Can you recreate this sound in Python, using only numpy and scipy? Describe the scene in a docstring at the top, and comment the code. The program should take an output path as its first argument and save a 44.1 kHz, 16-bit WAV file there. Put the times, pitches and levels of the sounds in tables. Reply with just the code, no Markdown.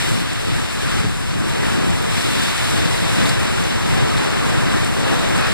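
"""A hurricane over a flooded street, heard from a phone with two microphone ports.
From the start far rain roars in gusts (filtered noise), eddies buffet the ports and a wet tree thrashes,
while near rain spatters (random clicks over spray noise). Big drops (noise bursts) tick from 0.3 s on.
Dull knocks (damped tones) thump just after 1 s and near 1.35 s; the tree thrashes again near 2.2 and 5.2 s.
Near 5.4 s wind whistles (narrow noise). The phone subtracts each port, delayed, from the other."""
import sys
import numpy as np
from scipy import signal
from scipy.fft import rfft, irfft, next_fast_len
from scipy.io import wavfile
from scipy.ndimage import uniform_filter1d

SR = 44100
rng = np.random.default_rng(int(sys.argv[2]) if len(sys.argv) > 2 else 0)


def wav_out(sig):
    """Save sig, one row per channel (or a flat mono array), as 16-bit PCM at SR to the path in sys.argv[1]."""
    wavfile.write(sys.argv[1], SR, np.round(np.clip(np.atleast_2d(sig).T, -1, 1) * 32767).astype(np.int16))


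N = 243873
TIME = np.arange(N) / SR  # s
SIZE = next_fast_len(N + 2048, True)  # filter length, with spare room after the sound
FREQS = np.maximum(np.arange(SIZE // 2 + 1) * SR / SIZE, 1)  # Hz

# strong pushes of wind: (peak [s], strength [dB], rise [s], low body of the roar [dB], rush pitch [Hz])
GUSTS = [(0.09, 4, 0.11, -0.5, 1600), (0.55, 2.5, 0.12, -1.5, 1400), (0.97, 5, 0.21, -1, 1610),
         (1.74, 1, 0.18, -2.5, 1300), (2.27, -0.3, 0.075, -5, 1950), (2.41, 2.5, 0.045, -7, 1800),
         (2.77, 1, 0.073, 0, 1500), (3.25, 2.5, 0.09, 1.5, 1400), (3.44, 1.4, 0.065, 1.5, 1900),
         (3.95, 2, 0.079, 0, 1300), (4.22, 2, 0.099, 0.5, 1300), (4.47, 1.5, 0.041, 0.5, 1250),
         (4.78, 2.5, 0.18, -2, 1300), (5.11, 1.5, 0.14, 5, 1190), (5.44, 3.5, 0.095, 4, 1350)]
# the uneven wind beneath the gusts: (time [s], level of its roar [dB])
WIND = [(0, -28.5), (1.25, -30), (1.7, -24.5), (2, -26.5), (2.2, -25), (3, -24.5), (3.65, -25.2),
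        (4.5, -23.5), (4.95, -26), (5.26, -22.5), (5.53, -25.5)]


def undb(db):
    """Turn decibels into gain."""
    return 10 ** (np.asarray(db) / 20)


def unit(x):
    """Scale to an rms (average strength) of 1."""
    return x / np.sqrt(np.mean(x ** 2))


def curves(table):
    """Join each column of a table by straight lines in time."""
    s, *columns = np.transpose(table)
    return [np.interp(TIME, s, column) for column in columns]


def response(points):
    """Gain at every frequency from (frequency [Hz], level [dB]) points."""
    hz, db = np.transpose(points)
    return undb(np.interp(np.log(FREQS), np.log(hz), db))


def shape(x, gain):
    """Filter a sound by a gain at every frequency."""
    return irfft(rfft(x, SIZE) * gain, SIZE)[..., :N]


def walk(rate):
    """A randomly wandering level: random steps, `rate` of them a second, smoothed twice; spread near 1."""
    step = int(SR / rate)
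    held = np.repeat(rng.standard_normal(N // step + 1), step)
    return 1.3 * uniform_filter1d(uniform_filter1d(held, step), step)[:N]


def swells(events):
    """Sum of smooth bumps, each (peak [s], height, rise [s], fall [s])."""
    t = TIME[::64]  # a coarse clock is enough for slow bumps
    total = 0
    for s, height, rise_s, fall_s in events:
        side_s = np.where(t < s, rise_s, fall_s)
        total = total + height * np.exp(-((t - s) / side_s) ** 2)
    return np.interp(TIME, t, total)


def gusts(fall_s=0.072):
    """What the gusts add to the level and to the low body of the roar, both in dB; all fall equally fast."""
    strength_db = swells([(s, db, rise_s, fall_s) for s, db, rise_s, _, _ in GUSTS])
    body_db = swells([(s, body, rise_s, fall_s) for s, _, rise_s, body, _ in GUSTS])
    return strength_db, body_db


def roar(flicker_db=1.06, flicker_rate=34, body_hz=750, hollow_hz=440):
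    """Far rain and trees: fluttering noise bands gain body with the wind; gusts rush around their own pitch."""
    # colour of the roar: (frequency [Hz], level [dB])
    roar_spectrum = [(100, -38), (280, -5), (370, -4.5), (550, -4), (850, -3.5), (1250, -2.5), (1700, -3.5),
                     (2200, -8), (2800, -9.5), (4200, -15.5), (7000, -24.5)]
    # moments when the low roar hollows out: (time [s], depth [dB], half length [s])
    lulls = [(0.33, -3, .12), (0.74, -7, 0.073), (2.56, -20, 0.097), (3.7, -7, 0.092), (5.433, -15, 0.04)]
    body_per_wind = 0.26  # dB of low body per dB of wind
    gust_focus, focus_octaves = .6, .5  # how much a gust favours its pitch; width of that rush
    rush_octaves_per_db = -0.1  # the rush sinks towards its own pitch as a gust builds, climbs as it dies

    wind_db, = curves(WIND)
    gust_db, gust_body_db = gusts()
    peak_db, _, _, peak_hz = curves(GUSTS)
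    rush_hz = peak_hz * 2 ** (rush_octaves_per_db * (gust_db - peak_db))
    body_db = body_per_wind * wind_db + gust_body_db
    body_db = body_db - body_db.mean()
    lull_db = swells([(s, db, half_s, half_s) for s, db, half_s in lulls])

    air = rfft(rng.standard_normal((2, N)), SIZE) * response(roar_spectrum)
    air = air / irfft(air, SIZE)[:, :N].std()
    out = 0
    for hz in 125 * 2 ** (np.arange(13) / 2):  # bands half an octave apart
        band = np.maximum(1 - 2 * np.abs(np.log2(FREQS / hz)), 0)
        low_share = 1 / (1 + (hz / body_hz) ** 4)
        focus = np.exp(-(np.log2(hz / rush_hz) / focus_octaves) ** 2)
        db = flicker_db * walk(flicker_rate) + low_share * body_db
        db = db + gust_focus * (focus - .5) * gust_db
        db = db + lull_db / (1 + (hz / hollow_hz) ** 6)  # lulls act on the low bands
        out = out + irfft(air * band, SIZE)[:, :N] * undb(db)
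    return out * undb(wind_db + gust_db)


def buffet(eddy_db=1.0, eddy_rate=30, swell_db=-12):
    """Eddies push one port and pull the other, each size with its own flutter; a swell pushes both at once."""
    # colour of the push and pull: (frequency [Hz], level [dB])
    buffet_spectrum = [(12, -19), (30, -2), (45, -12), (70, -2.5), (110, 1.5), (180, -2), (300, -5),
                       (500, -9.5), (750, -12), (1100, -36), (1600, -41), (3000, -55), (12000, -85)]
    # colour of the swell on both ports: (frequency [Hz], level [dB])
    swell_spectrum = [(20, 2), (50, -1.5), (110, -1.5), (180, 2), (280, -15.5), (500, -21), (1500, -38),
                      (8000, -90)]
    # eddies, and slack air where negative: (time [s], strength [dB], half length [s], pitch [Hz])
    eddies = [(0.15, 3.5, 0.074, 200), (0.36, -4.5, .08, 330), (0.52, 3, 0.054, 180), (0.71, -5, .06, 200),
              (0.97, 3.5, .04, 220), (1.04, 6, .04, 65), (1.2, -2, .08, 300), (1.39, 5, .04, 90),
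              (1.79, 3, 0.056, 220), (1.914, 6.5, 0.058, 95), (2.162, 3, 0.035, 65), (2.48, -2, .1, 100),
              (2.558, -4.5, 0.074, 380), (2.86, 3, .03, 170), (3.047, 2.5, .05, 105), (3.22, 6, 0.039, 190),
              (3.732, -1.5, .08, 330), (3.967, 5.5, 0.1, 140), (4.157, 6, .035, 65), (4.57, 4, 0.03, 210),
              (4.74, 3.5, 0.064, 260), (5.24, 1, 0.13, 220), (5.44, -4.5, .04, 230)]
    eddy_octaves = 1.5  # spread of an eddy around its pitch
    swell_flutter_db = 3
    buffet_db, buffet_per_gust = -22.5, 0.3  # base level; dB per dB of gust
    buffet_per_wind, small_eddy_hz = 0.9, 150  # faster wind favours small eddies, above this pitch

    wind_db, = curves(WIND)
    gust_db, _ = gusts()
    across = shape(rng.standard_normal(N), response(buffet_spectrum))
    swell = shape(rng.standard_normal(N), response(swell_spectrum))
    swell = swell * undb(swell_flutter_db * walk(eddy_rate))
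    ports = unit(np.array([across, -across])) + undb(swell_db) * unit(swell)
    out = 0
    for hz in 16 * 2 ** np.arange(9):  # bands an octave apart
        band = np.maximum(1 - np.abs(np.log2(FREQS / hz)), 0)
        bumps = []
        for s, db, half_s, pitch in eddies:
            nearness = np.exp(-(np.log2(hz / pitch) / eddy_octaves) ** 2)
            bumps.append((s, db * nearness, half_s, half_s))
        speed_db = buffet_per_wind * (wind_db - wind_db.mean()) / (1 + (small_eddy_hz / hz) ** 2)
        out = out + shape(ports, band) * undb(swells(bumps) + speed_db + eddy_db * walk(eddy_rate))
    return out * undb(buffet_db + buffet_per_gust * gust_db)


def leaves(flap_db=2.2, flap_rate=45, rustle_db=-57, leaves_per_gust=0.66):
    """Wet leaves: flapping noise over a faint rustle, loud when the tree is bent over, then settling."""
    # colour of the leaves: (frequency [Hz], level [dB])
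    leaf_spectrum = [(900, -19), (1800, -7.5), (2600, -2.5), (3600, -0.5), (4600, -9), (9000, -28)]
    # the tree thrashes: (peak [s], level [dB], rise [s], settling [s])
    thrashes = [(0.05, -35.5, .2, 0.38), (2.21, -28, 0.13, 1.2), (5.22, -33, 0.15, 0.7)]
    shaking = undb(rustle_db)  # the leaves never quite rest
    for s, db, rise_s, settle_s in thrashes:
        fade = np.where(TIME < s, ((s - TIME) / rise_s) ** 2, (TIME - s) / settle_s)
        shaking = shaking + undb(db) * np.exp(-fade)
    rush = shape(rng.standard_normal((2, N)), response(leaf_spectrum))
    flapping = unit(rush * undb(flap_db * walk(flap_rate)))
    gust_db, _ = gusts()
    return flapping * shaking * undb(leaves_per_gust * gust_db)


def sheets(rain_per_gust=0.51):
    """Level of the near rain in dB: every gust shifts it in proportion to its strength."""
    # how hard it rains nearby beneath the gusts: (time [s], level [dB])
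    rainfall = [(0, -26), (0.28, -30), (0.7, -30.5), (0.95, -29.5), (1.14, -32), (1.36, -32), (1.5, -29.5),
                (2.04, -29.5), (2.2, -25), (2.45, -25), (3.27, -27), (3.36, -28), (4.5, -30), (5.53, -29.5)]
    rain_db, = curves(rainfall)
    gust_db, _ = gusts()
    return rain_db + rain_per_gust * gust_db


def spatter(per_second=12000, spread_db=2.5, mist_db=-1, flurry_db=1.0, flurry_rate=36, split_hz=6000):
    """Thousands of drop clicks a second over a smooth mist of spray; low and high parts flutter separately."""
    # colour of the near rain: (frequency [Hz], level [dB])
    spatter_spectrum = [(1000, -12.5), (2000, -3.5), (2700, -3), (3550, -2), (4300, -6.5), (5200, -8.5),
                        (6300, -12.5), (8000, -8.5), (9300, -8), (11000, -16.5), (12700, -23.5),
                        (15500, -24.5)]
    lands = rng.random((2, N)) < per_second / SR
    sizes = undb(spread_db * np.minimum(rng.exponential(size=(2, N)), 7))
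    clicks = lands * sizes * np.sign(rng.standard_normal((2, N)))
    rain = unit(clicks) + undb(mist_db) * rng.standard_normal((2, N))
    coarse = 1 / (1 + (FREQS / split_hz) ** 6)  # coarse drops sound lower, fine ones higher
    out = 0
    for part in (coarse, 1 - coarse):
        drops = shape(rain, response(spatter_spectrum) * part)
        out = out + drops * undb(flurry_db * walk(flurry_rate))
    return unit(out) * undb(sheets())


def add(out, s, sound):
    """Lay a short sound into both ports at time s."""
    start = int(np.clip(s * SR, 0, N - 1))
    out[:, start:start + sound.shape[-1]] += sound[..., :N - start]


def splash(hz, decay_s, width=0.15, rise_s=0.00034):
    """One drop: a sharp burst of spray noise around its ring pitch, dying away quickly; peak 1."""
    t = TIME[:SR // 25]
    edges_hz = np.clip([hz / (1 + width), hz * (1 + width)], 100, .45 * SR)
    band = signal.butter(2, edges_hz, "band", fs=SR, output="sos")
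    envelope = (1 - np.exp(-t / rise_s)) * np.exp(-t / decay_s)
    burst = signal.sosfilt(band, rng.standard_normal(len(t)) * envelope)
    return burst / np.abs(burst).max()


def patter():
    """Big drops close by that stand out of the spatter: short ticks and longer splats."""
    # big drops: (time [s], peak level [dB], ring pitch [Hz], decay [s])
    big_drops = [(.330, -24, 7500, .003), (.988, -28, 8200, .003), (1.770, -26, 4770, .004),
                 (1.904, -24, 7800, .003), (2.022, -28, 10500, .004), (2.212, -22, 5500, 0.0054),
                 (2.978, -20, 4100, .003), (3.255, -15.5, 3600, .009), (3.2905, -21, 4500, .007),
                 (3.2915, -18, 8400, .0022), (3.398, -23, 9000, .003), (3.639, -23, 5800, .003),
                 (4.168, -20, 3620, 0.014), (4.18, -27, 8200, .01), (4.243, -28, 9700, .003),
                 (4.730, -25, 8200, .003), (4.845, -21, 8700, .004), (5.195, -22, 8300, .002),
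                 (5.409, -24, 9400, .004), (5.520, -25, 7600, .003)]
    out = np.zeros((2, N))
    for s, db, hz, decay_s in big_drops:
        add(out, s, undb(db) * splash(hz, decay_s))
    return out


def knocks(rasp_hz=800, rasp_s=.009, rise_s=.008):
    """Low thumps on the phone, alike on both ports: a soft push rings damped tones under a rasp of air."""
    # dull knocks: (time [s], level [dB], dull above [Hz], rasp of air [dB])
    thumps = [(1.040, -3.7, 750, -33), (1.066, -8.5, 270, -27), (1.353, -9, 240, -33)]
    # tones they ring with: (frequency [Hz], level [dB], decay [s])
    modes = [(98, -2, .018), (155, 11, .004), (230, -9.5, .014), (303, -8.4, .011), (424, -5, .0075)]
    out, t = np.zeros((2, N)), TIME[:SR // 5]
    edges_hz = [rasp_hz / np.sqrt(2), rasp_hz * np.sqrt(2)]
    band = signal.butter(2, edges_hz, "band", fs=SR, output="sos")
    for s, db, dull_hz, rasp_db in thumps:
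        ring = 0
        for k, (hz, mode_db, decay_s) in enumerate(modes):
            strength = (-1) ** k * undb(mode_db) / (1 + (hz / dull_hz) ** 4)  # signs alternate
            ring = ring + strength * np.sin(2 * np.pi * hz * t) * np.exp(-t / decay_s)
        push = 1 - np.exp(-t / rise_s)
        rasp = unit(signal.sosfilt(band, rng.standard_normal(len(t))))
        rasp = rasp * t / rasp_s * np.exp(1 - t / rasp_s)
        add(out, s, undb(db) * (ring * push + undb(rasp_db) * rasp))
    return out


def whistle(peak_s=5.43, level_db=-27, pitch_hz=2560, half_s=0.04, width_hz=170):
    """The last gust sings briefly in the wires: a breathy, narrow band of noise that swells and fades."""
    air = shape(rng.standard_normal((2, N)), np.exp(-((FREQS - pitch_hz) / width_hz) ** 2))
    return unit(air) * swells([(peak_s, undb(level_db), half_s, half_s)])


def scene():
    """Pressure at the two ports: rain, tree and whistle tinted per port, plus buffeting and knocks."""
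    # how the two ports differ in tone: (frequency [Hz], left minus right [dB])
    port_balance = [(150, -2), (1200, -1.5), (3000, 2), (4300, -1), (6000, 7.5), (8000, 0), (9500, -1.5),
                    (14000, 0.5)]
    lean = np.sqrt(response(port_balance))  # half the difference goes to each port
    rain = roar() + whistle() + leaves() + spatter() + patter()
    rain = shape(rain, np.array([lean, 1 / lean]))
    return rain + buffet() + knocks()


def record(dry, bass_share=0.83, treble_share=.41, corner_hz=2100, left_db=.5, top_hz=15500):
    """Each channel is its own port minus the other one delayed, most strongly in the bass; the top is cut."""
    # delay between the ports: (frequency [Hz], delay [s])
    port_lag = [(9500, 0.000319), (12000, 0.000303)]
    share = treble_share + (bass_share - treble_share) / (1 + (FREQS / corner_hz) ** 2)
    share = np.clip(share, 0, 1)
    keep = 1 / np.sqrt(1 + share ** 2)  # makes up for the added power of the other port
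    lag_s = np.interp(FREQS, *np.transpose(port_lag))
    delay = np.exp(-2j * np.pi * FREQS * lag_s)
    wide = shape(dry, keep) - shape(dry[::-1], keep * share * delay)
    wide = wide * undb([[left_db], [-left_db]])  # left slightly up, right slightly down
    return signal.sosfilt(signal.ellip(10, .2, 80, top_hz, fs=SR, output="sos"), wide)


dry = scene()
out = record(dry)
wav_out(out)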